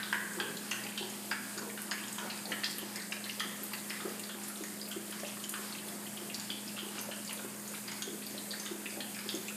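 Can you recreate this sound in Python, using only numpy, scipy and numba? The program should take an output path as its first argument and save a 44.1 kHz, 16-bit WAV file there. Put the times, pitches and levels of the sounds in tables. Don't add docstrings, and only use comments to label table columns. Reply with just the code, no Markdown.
import sys
import numpy as np
from scipy import signal
from scipy.fft import rfft, irfft
from scipy.io import wavfile
from scipy.ndimage import uniform_filter1d
from numba import njit

SR = 44100
rng = np.random.default_rng(int(sys.argv[2]) if len(sys.argv) > 2 else 0)


def elevation(decibels):
    levels = np.asarray(decibels, float)
    return 10 ** (levels / 20)


def transcribe(u):
    v = np.clip(np.atleast_2d(u).T, -1, 1)
    q = np.round(v * 32767).astype(np.int16)
    wavfile.write(sys.argv[1], SR, q)


N = 421596

# (frequency [Hz], width [Hz], level [dB])
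SHARED_COLOUR = [(345, 70, 3), (1650, 500, 4), (3100, 900, 2), (4800, 1000, 2), (5750, 700, -6)]


def laps():
    # (time [s], peak level [dB], pitch [Hz])
    lap_pops = [(0.0, -29, 1570), (0.1286, -17.5, 1560), (0.4013, -25.5, 1560), (0.7152, -28, 1900),
                (0.836, -34, 2260), (1.315, -20, 1590), (1.5814, -33, 1460), (1.777, -33.5, 1530),
                (1.918, -22.5, 1840), (2.1836, -32, 1000), (2.303, -30, 2360), (2.5202, -23.5, 1910),
                (2.6362, -24.5, 1900), (2.9607, -31.5, 2050), (3.1245, -27.5, 1670), (3.406, -26, 1860),
                (3.7356, -28, 1940), (3.9055, -29, 1950), (4.004, -33, 1260), (4.0572, -35, 1179),
                (4.639, -33, 1850), (5.54, -29, 1240), (6.779, -33.5, 1240), (7.12, -35.5, 1660),
                (7.3103, -30.5, 2400), (7.7374, -36, 1300), (7.8845, -30.5, 2100), (7.9209, -32, 2060),
                (8.5358, -32, 1780), (8.6617, -34, 1570),
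                (0.257, -43, 1750), (0.979, -35.5, 1450), (1.915, -30, 950), (2.784, -34, 1720),
                    (4.295, -35, 1330), (4.501, -37, 1330), (5.1293, -39.5, 1380), (5.3716, -34, 1160),
                    (5.541, -37, 1600), (6.983, -38.5, 1410), (7.395, -34.5, 1350), (7.452, -37.5, 1080),
                    (8.0207, -36, 1470), (8.859, -34, 1830), (9.005, -36, 1760), (9.1677, -37, 1640),
                    (9.5073, -36, 1430), (0.129, -22.5, 1950), (0.4, -31, 1065), (0.716, -28.5, 1490),
                    (3.405, -34, 1240), (2.375, -39, 2500), (3.264, -35, 1980)]
    bursts = rung(lap_pops, cycles=6.5, middle_hz=1700, growth=.3)
    return pops(bursts, lead_s=.001519, gain_db=2.7, rise=.0053, swell=.68,
                snap_db=-3.8, octaves=.86, snap_cycles=2.76, count=6)


def smacks():
    # (time [s], peak level [dB], pitch [Hz])
    small_bursts = [(0.0308, -30, 3660), (0.4005, -31.5, 3160), (0.7123, -35, 2970), (0.9777, -31, 3070),
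                    (1.3124, -28.5, 4750), (1.5773, -37, 4540), (1.9126, -29.5, 4800), (2.185, -33.5, 3080),
                    (2.5212, -29.5, 2930), (2.6424, -27, 4100), (2.644, -24, 4940), (2.9597, -32, 5160),
                    (3.1218, -29.5, 2660), (3.2959, -32, 2700), (3.3972, -32, 3230), (3.736, -40, 2600),
                    (3.9055, -33.5, 2700), (4.815, -33.5, 4700), (5.44, -37, 3100), (5.5395, -33.5, 3160),
                    (5.7254, -34, 4290), (6.3445, -31, 4300), (6.5026, -28, 3220), (6.7845, -37, 3090),
                    (7.1132, -35, 2900), (8.0227, -31.5, 3380), (8.8583, -33, 2520), (9.2903, -32, 4460),
                    (9.2903, -29, 3410), (9.4838, -34.5, 2560),
                    (0.1281, -44, 2490), (0.5718, -36, 4000), (0.838, -37, 4700), (0.866, -34.5, 2450),
                     (1.9126, -33.5, 2956), (2.0388, -37.5, 3200), (2.299, -38, 2700), (2.4556, -33, 4330),
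                     (2.785, -41, 2850), (3.0187, -37, 4470), (3.2416, -33, 3950), (4.2951, -38.5, 3330),
                     (4.558, -42, 3500), (4.915, -37.5, 3070), (5.1246, -39.5, 3000), (5.248, -39, 2630),
                     (5.7502, -36.5, 2540), (6.1729, -35.5, 3140), (6.5026, -38, 3880), (6.6782, -33, 5200),
                     (6.982, -36.5, 2720), (7.2769, -35.5, 4560), (7.295, -34.5, 2820), (7.7474, -36, 3870),
                     (7.8795, -34, 4740), (8.2672, -35, 4470), (8.3796, -31.5, 3960), (8.508, -31, 4430),
                     (8.6617, -35, 3460), (9.0055, -33, 3200),
                    (0.401, -32.5, 4480), (1.7778, -39.5, 2900), (2.636, -33, 2700), (2.6362, -33, 4130),
                     (3.125, -31, 5300), (3.399, -32, 4950), (3.899, -31, 5100), (4.1939, -40, 2720),
                     (4.238, -36, 4450), (5.1991, -33.5, 5500), (6.0662, -40.5, 3000),
                     (6.2996, -37.5, 2650), (3.737, -33.5, 4400), (8.221, -44, 2400), (8.515, -34.5, 3900),
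                     (9.1474, -43.5, 2400), (9.19, -41, 2330), (2.302, -33, 4200), (4.006, -39, 3400),
                     (4.637, -30, 6460), (5.785, -38, 3200), (5.885, -41, 3400), (5.5, -43, 5500),
                     (6.345, -26.5, 5400), (6.3984, -36, 4300), (6.692, -40, 2660), (9.0055, -35, 4200),
                     (1.025, -38, 3250), (0.716, -30, 2560), (0.719, -34, 2900), (0.7175, -40, 2800),
                     (0.726, -45, 3950), (0.031, -40, 2240), (0.13, -34.5, 5000), (3.053, -42, 5200),
                     (1.318, -35, 2130), (1.70, -41.5, 2200), (2.6445, -31.5, 3420), (2.6445, -39, 5500),
                     (2.376, -37, 4600), (6.79, -36, 3050), (6.803, -41, 3100), (6.513, -36, 2950),
                     (3.405, -31, 3300), (2.68, -40, 5200), (3, -42, 4000), (0.985, -34, 3020),
                     (4.09, -41, 4700), (2.655, -37, 4900), (2.664, -34, 3700), (6.59, -45, 4200),
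                     (6.72, -46, 4300), (7.92, -35.5, 5000), (7.965, -46, 4200), (9.147, -37.5, 5100),
                     (9.19, -38, 4800), (5.4, -42, 4500), (4.857, -43, 4200), (4.926, -39, 3240)]
    bursts = rung(small_bursts, cycles=10.5, middle_hz=3400, growth=.15)
    return pops(bursts, lead_s=.0004, gain_db=10.2, rise=.019, swell=.88,
                snap_db=-10.0, octaves=.51, snap_cycles=14.2, count=6)


def drops():
    # (time [s], peak level [dB], pitch [Hz])
    drop_hits = [(0.127, -42, 12400), (0.7133, -37.5, 6230), (0.839, -44, 8230), (0.978, -42, 5600),
                 (1.1014, -43, 6850), (1.5784, -39, 6800), (1.8195, -38.5, 10700), (1.913, -42, 6600),
                 (2.0827, -43, 6860), (2.1277, -38, 8000), (2.7107, -39.5, 7500), (2.7847, -36, 11900),
                 (2.9586, -38, 8440), (3.398, -39.5, 5950), (3.6356, -34, 12100), (4.1967, -38.5, 8850),
                 (4.4365, -40, 7260), (4.4834, -39, 11000), (5.1093, -41, 10100), (5.44, -41, 6940),
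                 (5.4938, -32, 9260), (5.883, -43, 10400), (6.9915, -41, 6150), (7.014, -37.5, 11300),
                 (7.3302, -36, 10900), (8.0227, -36.5, 6670), (8.2661, -41, 12200), (8.5989, -39, 6200),
                 (9.3501, -40, 6500), (9.4823, -42, 7400), (0.3366, -45, 7600), (0.5691, -44, 7140),
                 (3.1148, -46, 6170), (3.7339, -40, 12000), (4.575, -49, 5600), (4.8888, -41, 11600),
                 (6.1649, -45, 9970), (6.3984, -42, 7040), (7.2499, -45, 7170), (7.6784, -42, 6900),
                 (7.9174, -44, 6670), (8.309, -48, 6440), (8.6557, -41.5, 6880), (9.2823, -48, 6810),
                 (1.258, -46, 8800)]
    bursts = rung(drop_hits, cycles=21, middle_hz=6100, growth=.045)
    return pops(bursts, lead_s=.0007, gain_db=11.2, rise=.003, swell=.084,
                snap_db=-3.0, octaves=.61, snap_cycles=8.1, count=6)


def gulps():
    # (time [s], peak level [dB], pitch [Hz])
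    swallows = [(0.374, -38, 350), (1.011, -34.5, 363), (1.573, -38, 347), (1.674, -39, 343),
                (2.831, -33.5, 344), (3.453, -39.5, 378), (4.053, -29, 372), (4.35, -33.5, 277),
                (4.61, -35, 338), (4.965, -30.5, 350), (5.235, -31.5, 596), (5.594, -38.5, 366),
                (5.869, -42, 370), (6.222, -35.5, 336), (6.832, -36, 332), (7.09, -31, 593),
                (7.449, -35, 400), (8.078, -32.5, 394), (8.345, -40, 339), (8.715, -33, 353),
                (8.973, -31, 299), (8.974, -34.5, 580), (8.35, -36.5, 610), (4.06, -45, 655),
                (2.25, -48, 534), (9.26, -37.5, 370), (9.343, -31.5, 310), (0.455, -37.5, 340),
                (0.835, -42, 348), (2.262, -40, 296), (4.998, -38, 324), (7.71, -43.5, 555),
                (8.13, -39, 330)]
    bursts = rung(swallows, cycles=5.3, middle_hz=356, growth=.83)
    return pops(bursts, lead_s=.00279, gain_db=3.1, rise=.0029, swell=.56,
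                snap_db=-8.0, octaves=.77, snap_cycles=3.0, count=4)


def gurgles():
    # (centre [s], half length [s], level [dB], top of the band [Hz])
    throat_swells = [(0.448, 0.12, -52.5, 465), (1.618, 0.039, -49.5, 510), (2.24, 0.031, -46.5, 1430),
                     (2.497, 0.033, -49, 900), (4.022, 0.013, -54, 1300), (4.628, .015, -51, 890),
                     (5.24, 0.009, -71, 900), (6.98, 0.071, -54.5, 884), (7.425, 0.027, -68, 900),
                     (8.373, 0.027, -58, 690), (8.972, 0.012, -47, 1100)]
    t = np.arange(N) / SR
    rattle = rng.standard_normal(N) * elevation(3.6 * walk(120))
    out = np.zeros(N)
    for centre_s, half_s, db, top_hz in throat_swells:
        band = colour(rattle, [(100, -30), (180, 0), (top_hz, -6), (2 * top_hz, -30)])
        out += elevation(db) * np.exp(-((t - centre_s) / half_s) ** 2) * band
    return out


def dog():
    # (delay [s], level [dB])
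    near_echoes = [
        (.0021, -15),
        (.0056, -7),
        (.0155, -11),
    ]
    lap, smack, drop, gulp = laps(), smacks(), drops(), gulps()
    throat = gurgles()
    close = np.sum(lap + smack + drop + gulp, axis=0) + throat
    near = sum(elevation(db) * np.roll(close, int(s * SR)) for s, db in near_echoes)
    ring, snap = elevation(-.3) * lap + elevation(-4) * smack + elevation(-1) * drop + elevation(-4) * gulp
    sent = ring + elevation(-1.5) * snap + throat
    head_turn_s = .11
    pose = np.arange(N) // int(head_turn_s * SR) % 3
    walls = sum(room(sent * uniform_filter1d(1. * (pose == k), size=400)) for k in range(3))
    patchy = elevation(1.1 * walk(70) + 1.3 * walk(300))
    return resonate(close + near + patchy * walls, SHARED_COLOUR)


def rung(table, cycles, middle_hz, growth):
    s, db, hz = np.transpose(table)
    return np.transpose([s, db, hz, cycles * (hz / middle_hz) ** growth])


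def pops(table, lead_s, gain_db, rise, swell, snap_db, octaves, snap_cycles, count):
    splash_s = .0055
    s, db, hz, cycles = np.transpose(table)
    chance = rng.uniform(-1, 1, (len(s), count, 3))
    start = np.maximum(s - lead_s, 0) * SR
    ring = bubbles(start.astype(np.int64), hz, np.clip(cycles, 1, 60) / 3, elevation(db + gain_db),
                   np.full(len(s), rise), swell)
    start = (start[:, None] + splash_s * SR * np.abs(chance[..., 0]) ** 2).ravel()
    size = elevation(db[:, None] + gain_db + snap_db + 2 * chance[..., 1]).ravel()
    places = (2 * np.arange(count) + 1 + chance[..., 2]) / count - .7
    hz = (hz[:, None] * 2 ** (octaves * places)).ravel()
    snap = bubbles(start.astype(np.int64), hz, np.full(hz.size, snap_cycles / 3), size, 0 * hz, swell)
    return np.array([ring, snap])


@njit
def bubbles(start, hz, cycles, size, rise, swell):
    out = np.zeros(N)
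    for e in range(len(start)):
        span, phase = cycles[e] * SR / hz[e], 0.
        for j in range(min(int(5 * span), N - start[e])):
            phase += 2 * np.pi * min(hz[e] * (1 + rise[e] * j / span), .45 * SR) / SR
            envelope = (1 - np.exp(-j / (swell * span))) * np.exp(-j / span)
            out[start[e] + j] += size[e] * np.sin(phase) * envelope
    return out


def drips():
    # (start [s], length [s], level [dB], pitch [Hz])
    runoff = [(0.035, 0.085, -49.5, 1400), (0.058, 0.058, -48.5, 3680), (0.383, 0.042, -47, 1020),
              (0.424, 0.061, -50, 2750), (0.708, 0.038, -54, 680), (0.851, 0.071, -56.6, 805),
              (0.973, 0.073, -47.5, 3730), (1.007, 0.16, -54.5, 840), (1.617, 0.119, -54.4, 990),
              (1.884, 0.05, -50, 1100), (1.977, 0.044, -49.1, 2520), (2.073, 0.03, -51.0, 3320),
              (2.18, 0.029, -48.8, 6920), (2.183, 0.065, -48.7, 1380), (2.253, 0.064, -51.6, 650),
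              (2.45, 0.038, -52.4, 750), (2.511, 0.032, -50, 7000), (2.81, 0.032, -50, 3080),
              (2.816, 0.058, -54, 840), (3.001, 0.049, -52.7, 1780), (3.094, 0.044, -55, 680),
              (3.167, 0.032, -55, 600), (3.292, 0.061, -49.5, 4950), (3.373, 0.031, -52, 470),
              (3.715, 0.035, -52.2, 1000), (3.773, 0.046, -51.5, 4260), (4.055, 0.038, -51, 590),
              (4.232, 0.029, -50.2, 4500), (4.264, 0.044, -56, 580), (4.348, 0.087, -55.1, 920),
              (4.908, 0.052, -53.5, 1320), (4.911, 0.037, -50, 6480), (5.265, 0.038, -50, 5530),
              (5.283, 0.035, -50.6, 2870), (5.518, 0.05, -47, 9460), (6.493, 0.035, -54, 1390),
              (6.734, 0.072, -55, 570), (6.766, 0.029, -47, 3030), (6.83, 0.073, -56, 930),
              (7.288, 0.052, -56, 1040), (7.355, 0.058, -54.5, 520), (7.373, 0.046, -51.1, 3490),
              (7.741, 0.04, -52, 2360), (8.223, 0.038, -52.8, 3930), (8.47, 0.057, -53.1, 490),
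              (8.92, 0.044, -54, 600), (8.969, 0.064, -53, 654), (9.184, 0.041, -54, 1380)]
    # (start [s], length [s], level [dB], pitch [Hz])
    mouth_drains = [(0.41, 0.075, -55, 3200), (0.73, .1, -52, 2800), (0.995, 0.093, -52, 3000),
                    (2.3, 0.037, -48, 4300), (2.3, .035, -50, 2700), (2.655, .09, -46.5, 4400),
                    (2.79, .04, -51, 2950), (2.97, .07, -50.5, 2010), (3.415, 0.15, -52.5, 3300),
                    (3.43, .15, -53, 1900), (3.91, 0.087, -50, 1900), (4.3, .06, -53, 3300),
                    (4.825, 0.056, -55, 4600), (6.52, .1, -54, 3150), (6.79, .11, -51, 3130),
                    (7.12, 0.094, -52.5, 2900), (8.03, 0.087, -51.5, 3410), (8.515, .06, -51, 4300),
                    (8.87, .09, -54, 2450), (9.02, 0.085, -54, 3000), (9.15, .11, -53.5, 2340),
                    (9.3, 0.088, -49.5, 3390), (9.3, .05, -51, 4870), (0.4, .11, -50.5, 419),
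                    (1.02, .07, -52, 380), (1.6, .1, -51.5, 450), (2.22, .07, -53, 900),
                    (4.06, 0.096, -50.5, 432), (6.84, .12, -54, 391), (9.36, .07, -51, 379),
                    (0.14, .1, -45, 2000), (0.725, .1, -49, 1900), (0.725, .1, -50, 1500),
                    (2.655, .07, -49, 5300), (9.01, .04, -51, 4300), (8.9, .06, -54, 4700),
                    (2.2, .07, -52, 1400), (5.55, .07, -51, 1150), (5.26, .08, -54, 2800),
                    (7.88, .07, -53, 3100), (1.93, .06, -50, 2100)]
    return (trickles(runoff, cycles=3, octaves=.28, rise=.02)
            + trickles(mouth_drains, cycles=5.0, octaves=.13, rise=.004))


def trickles(table, cycles, octaves, rise, count=14):
    s, length, db, hz = np.array(table).T[..., None]
    when, pitch, size = np.moveaxis(rng.random((len(table), count, 3)), -1, 0)
    late = ((np.arange(count) + when) / count) ** 1.3
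    start = ((s + length * late) * SR).astype(np.int64).ravel()
    hz = hz * 2 ** (octaves * (2 * pitch - 1))
    size = elevation(db + 6.6 * size - 6.2 * late + 7.5) * np.sqrt(length * hz / (count * cycles))
    return bubbles(start, hz.ravel(), np.full(hz.size, cycles), size.ravel(), np.full(hz.size, rise), .43)


def jet():
    # (frequency [Hz], level [dB per Hz])
    jet_colour = [(2940, -72), (5000, -29), (5630, -6), (6740, 2), (8740, 5.5), (9560, 3), (13100, 1.5),
                  (14400, -2.5), (15500, -8.5)]
    # (frequency [Hz], width [Hz], level [dB])
    nozzle = [(7914, 35, 3), (8415, 40, 5), (8852, 30, 7), (9076, 30, 7), (9983, 20, 7), (10494, 40, 5),
              (12900, 40, 3)]
    spray = elevation(-11) * fizz(6000, 14000, cycles=4.0, scatter_db=3.0, count=4000)
    return resonate(flicker(jet_colour, shared_db=.57, own_db=.96, rate=24), nozzle) + spray


def slosh():
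    # (frequency [Hz], level [dB per Hz])
    slosh_colour = [(470, -28), (800, 6.5), (929, 5.5), (1780, 4), (1940, 4), (3710, -0.5), (4870, 3),
                    (5500, -1), (6500, -11), (8450, -36), (14300, -120)]
    small = fizz(1500, 7000, cycles=3.0, scatter_db=2.8, count=1200)
    waves = flicker(slosh_colour, shared_db=1.5, own_db=1.2, rate=14)
    return waves + resonate(elevation(-11.0) * small + elevation(-17.5) * room(small), SHARED_COLOUR)


def rumble():
    # (frequency [Hz], level [dB per Hz])
    rumble_colour = [(60, -26), (95, -16), (120, -9.5), (160, -2), (260, 2), (345, -1), (450, -3),
                     (700, -4.5), (1000, -29)]
    return resonate(flicker(rumble_colour, shared_db=.4, own_db=2.2, rate=12), SHARED_COLOUR)


def water():
    # (time [s], level [dB])
    stir = [
        (0.0, 4.5),
        (0.3, 1.5),
        (0.56, 0),
        (0.85, 4.5),
        (1.65, 1.5),
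        (2.66, 4),
        (3.0, 1.5),
        (3.94, 3.2),
        (4.3, 1.7),
        (9.56, 2.2),
    ]
    stir_db = np.interp(np.arange(N) / SR, *np.transpose(stir))
    jet_db, slosh_db, rumble_db = -48.5, -53.5, -53
    jet_follows = .14
    hiss = elevation(jet_db + jet_follows * stir_db) * jet()
    wash = elevation(slosh_db + stir_db) * slosh()
    return hiss + wash + elevation(rumble_db) * rumble()


def fizz(low_hz, high_hz, cycles, scatter_db, count):
    when, pitch, luck = rng.random((count, 3)).T
    hz = low_hz * (high_hz / low_hz) ** pitch
    size = elevation(-scatter_db * np.log(luck + .02))
    x = bubbles((when * N).astype(np.int64), hz, np.full(count, cycles), size, np.full(count, .03), .35)
    return x / np.std(x)


def cooler():
    # (frequency [Hz], level [dB])
    fan_lines = [(120.0, -64), (181.3, -63), (240.0, -69.5), (262.3, -71), (347.8, -64)]
    compressor_hz, compressor_db = 207.25, -49.5
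    t = np.arange(N) / SR
    level = elevation(compressor_db + .22 * walk(1.5))
    hum = level * np.sin(2 * np.pi * compressor_hz * t + .58 * walk(3.18))
    for hz, db in fan_lines:
        level = elevation(db + 2.4 * walk(11.0))
        hum = hum + level * np.sin(2 * np.pi * hz * t + .38 * walk(3.12))
    return np.sqrt(2) * hum


def room(x, gap_s=.004, early_s=.035, early_db=4.0):
    # (frequency [Hz], decay [s])
    decay_times = [(300, .8), (1500, 1.05), (3000, .8), (6000, .6), (12000, .4)]
    t = np.arange(SR) / SR
    spectrum, hz = rfft(rng.standard_normal(SR)), np.fft.rfftfreq(SR, 1 / SR) + 1
    tail = 0
    for f in 125 * 2. ** np.arange(0, 7.5, .5):
        band = irfft(spectrum * np.clip(1 - 2 * np.abs(np.log2(hz / f)), 0, 1), SR)
        lumps = np.sqrt(uniform_filter1d(band ** 2, int(12 * SR / f)) + 1e-12)
        even = band * np.std(band) / lumps
        tail = tail + even * elevation(-60 * t / along(decay_times, f))
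    tail = tail * (1 - np.exp(-t / gap_s)) * elevation(early_db * np.exp(-t / early_s))
    return signal.fftconvolve(x, tail / np.sqrt(np.sum(tail ** 2)))[:N]


def resonate(x, peaks):
    hz, width, db = np.transpose(peaks)
    turn, damp, gain = -2 * np.cos(2 * np.pi * hz / SR), np.pi * width / SR, elevation(db / 2)
    sections = np.array([1 + damp * gain, turn, 1 - damp * gain, 1 + damp / gain, turn, 1 - damp / gain])
    return signal.sosfilt((sections / sections[3]).T.copy(), x)


def flicker(table, shared_db, own_db, rate):
    spectrum, hz = rfft(colour(rng.standard_normal(N), table)), np.fft.rfftfreq(N, 1 / SR) + 1
    shared, out = walk(rate), 0
    for centre in np.arange(np.log2(table[0][0]), np.log2(table[-1][0]) + .5, .5):
        share = np.clip(1 - 2 * np.abs(np.log2(hz) - centre), 0, 1)
        out = out + elevation(shared_db * shared + own_db * walk(rate)) * irfft(spectrum * share, N)
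    return out / np.std(out)


def walk(rate):
    k = int(SR / rate)
    steps = np.repeat(rng.standard_normal(N // k + 1), k)
    return 1.3 * uniform_filter1d(uniform_filter1d(steps, k), k)[:N]


def colour(x, table):
    y = irfft(rfft(x) * elevation(along(table, np.fft.rfftfreq(len(x), 1 / SR))), len(x))
    return y / np.sqrt(np.mean(y ** 2))


def along(table, hz):
    points_hz, values = np.array(table).T
    return np.interp(np.log(hz + 1e-9), np.log(points_hz), values)


def scene():
    steady = dog() + water() + cooler()
    drip = drips()
    return np.tile(steady + drip + elevation(-6.5) * room(drip), (2, 1))


def thin_treble(x):
    # (frequency [Hz], level to the local mean [dB])
    gate = [(9000, -30), (11500, -9), (13000, -4.5), (14500, -2), (15500, -1)]
    hz, _, lines = signal.stft(x[0], SR, nperseg=2048)
    power = uniform_filter1d(uniform_filter1d(np.abs(lines) ** 2, size=4, axis=0), size=2, axis=1)
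    local_mean = uniform_filter1d(uniform_filter1d(power, size=40, axis=0), size=5, axis=1)
    threshold = elevation(2. * along([(20, -90)] + gate, hz))[:, None]
    kept = power > local_mean * threshold
    return np.tile(signal.istft(lines * kept, SR, nperseg=2048)[1][:N], (2, 1))


def roll_off(x):
    return signal.sosfilt(signal.butter(12, 15720, fs=SR, output="sos"), x)


def record(dry):
    cut = signal.sosfilt(signal.butter(2, 110, "highpass", fs=SR, output="sos"), dry)
    cut = cut + elevation(-94.0) * colour(rng.standard_normal(N), [(20, 3), (60, 6), (200, -29)])
    top_hz = 15300
    cut = signal.sosfilt(signal.ellip(10, .2, 60, top_hz, fs=SR, output="sos"), cut)
    mix = thin_treble(cut)
    return roll_off(mix)


dry = scene()
out = record(dry)
transcribe(out)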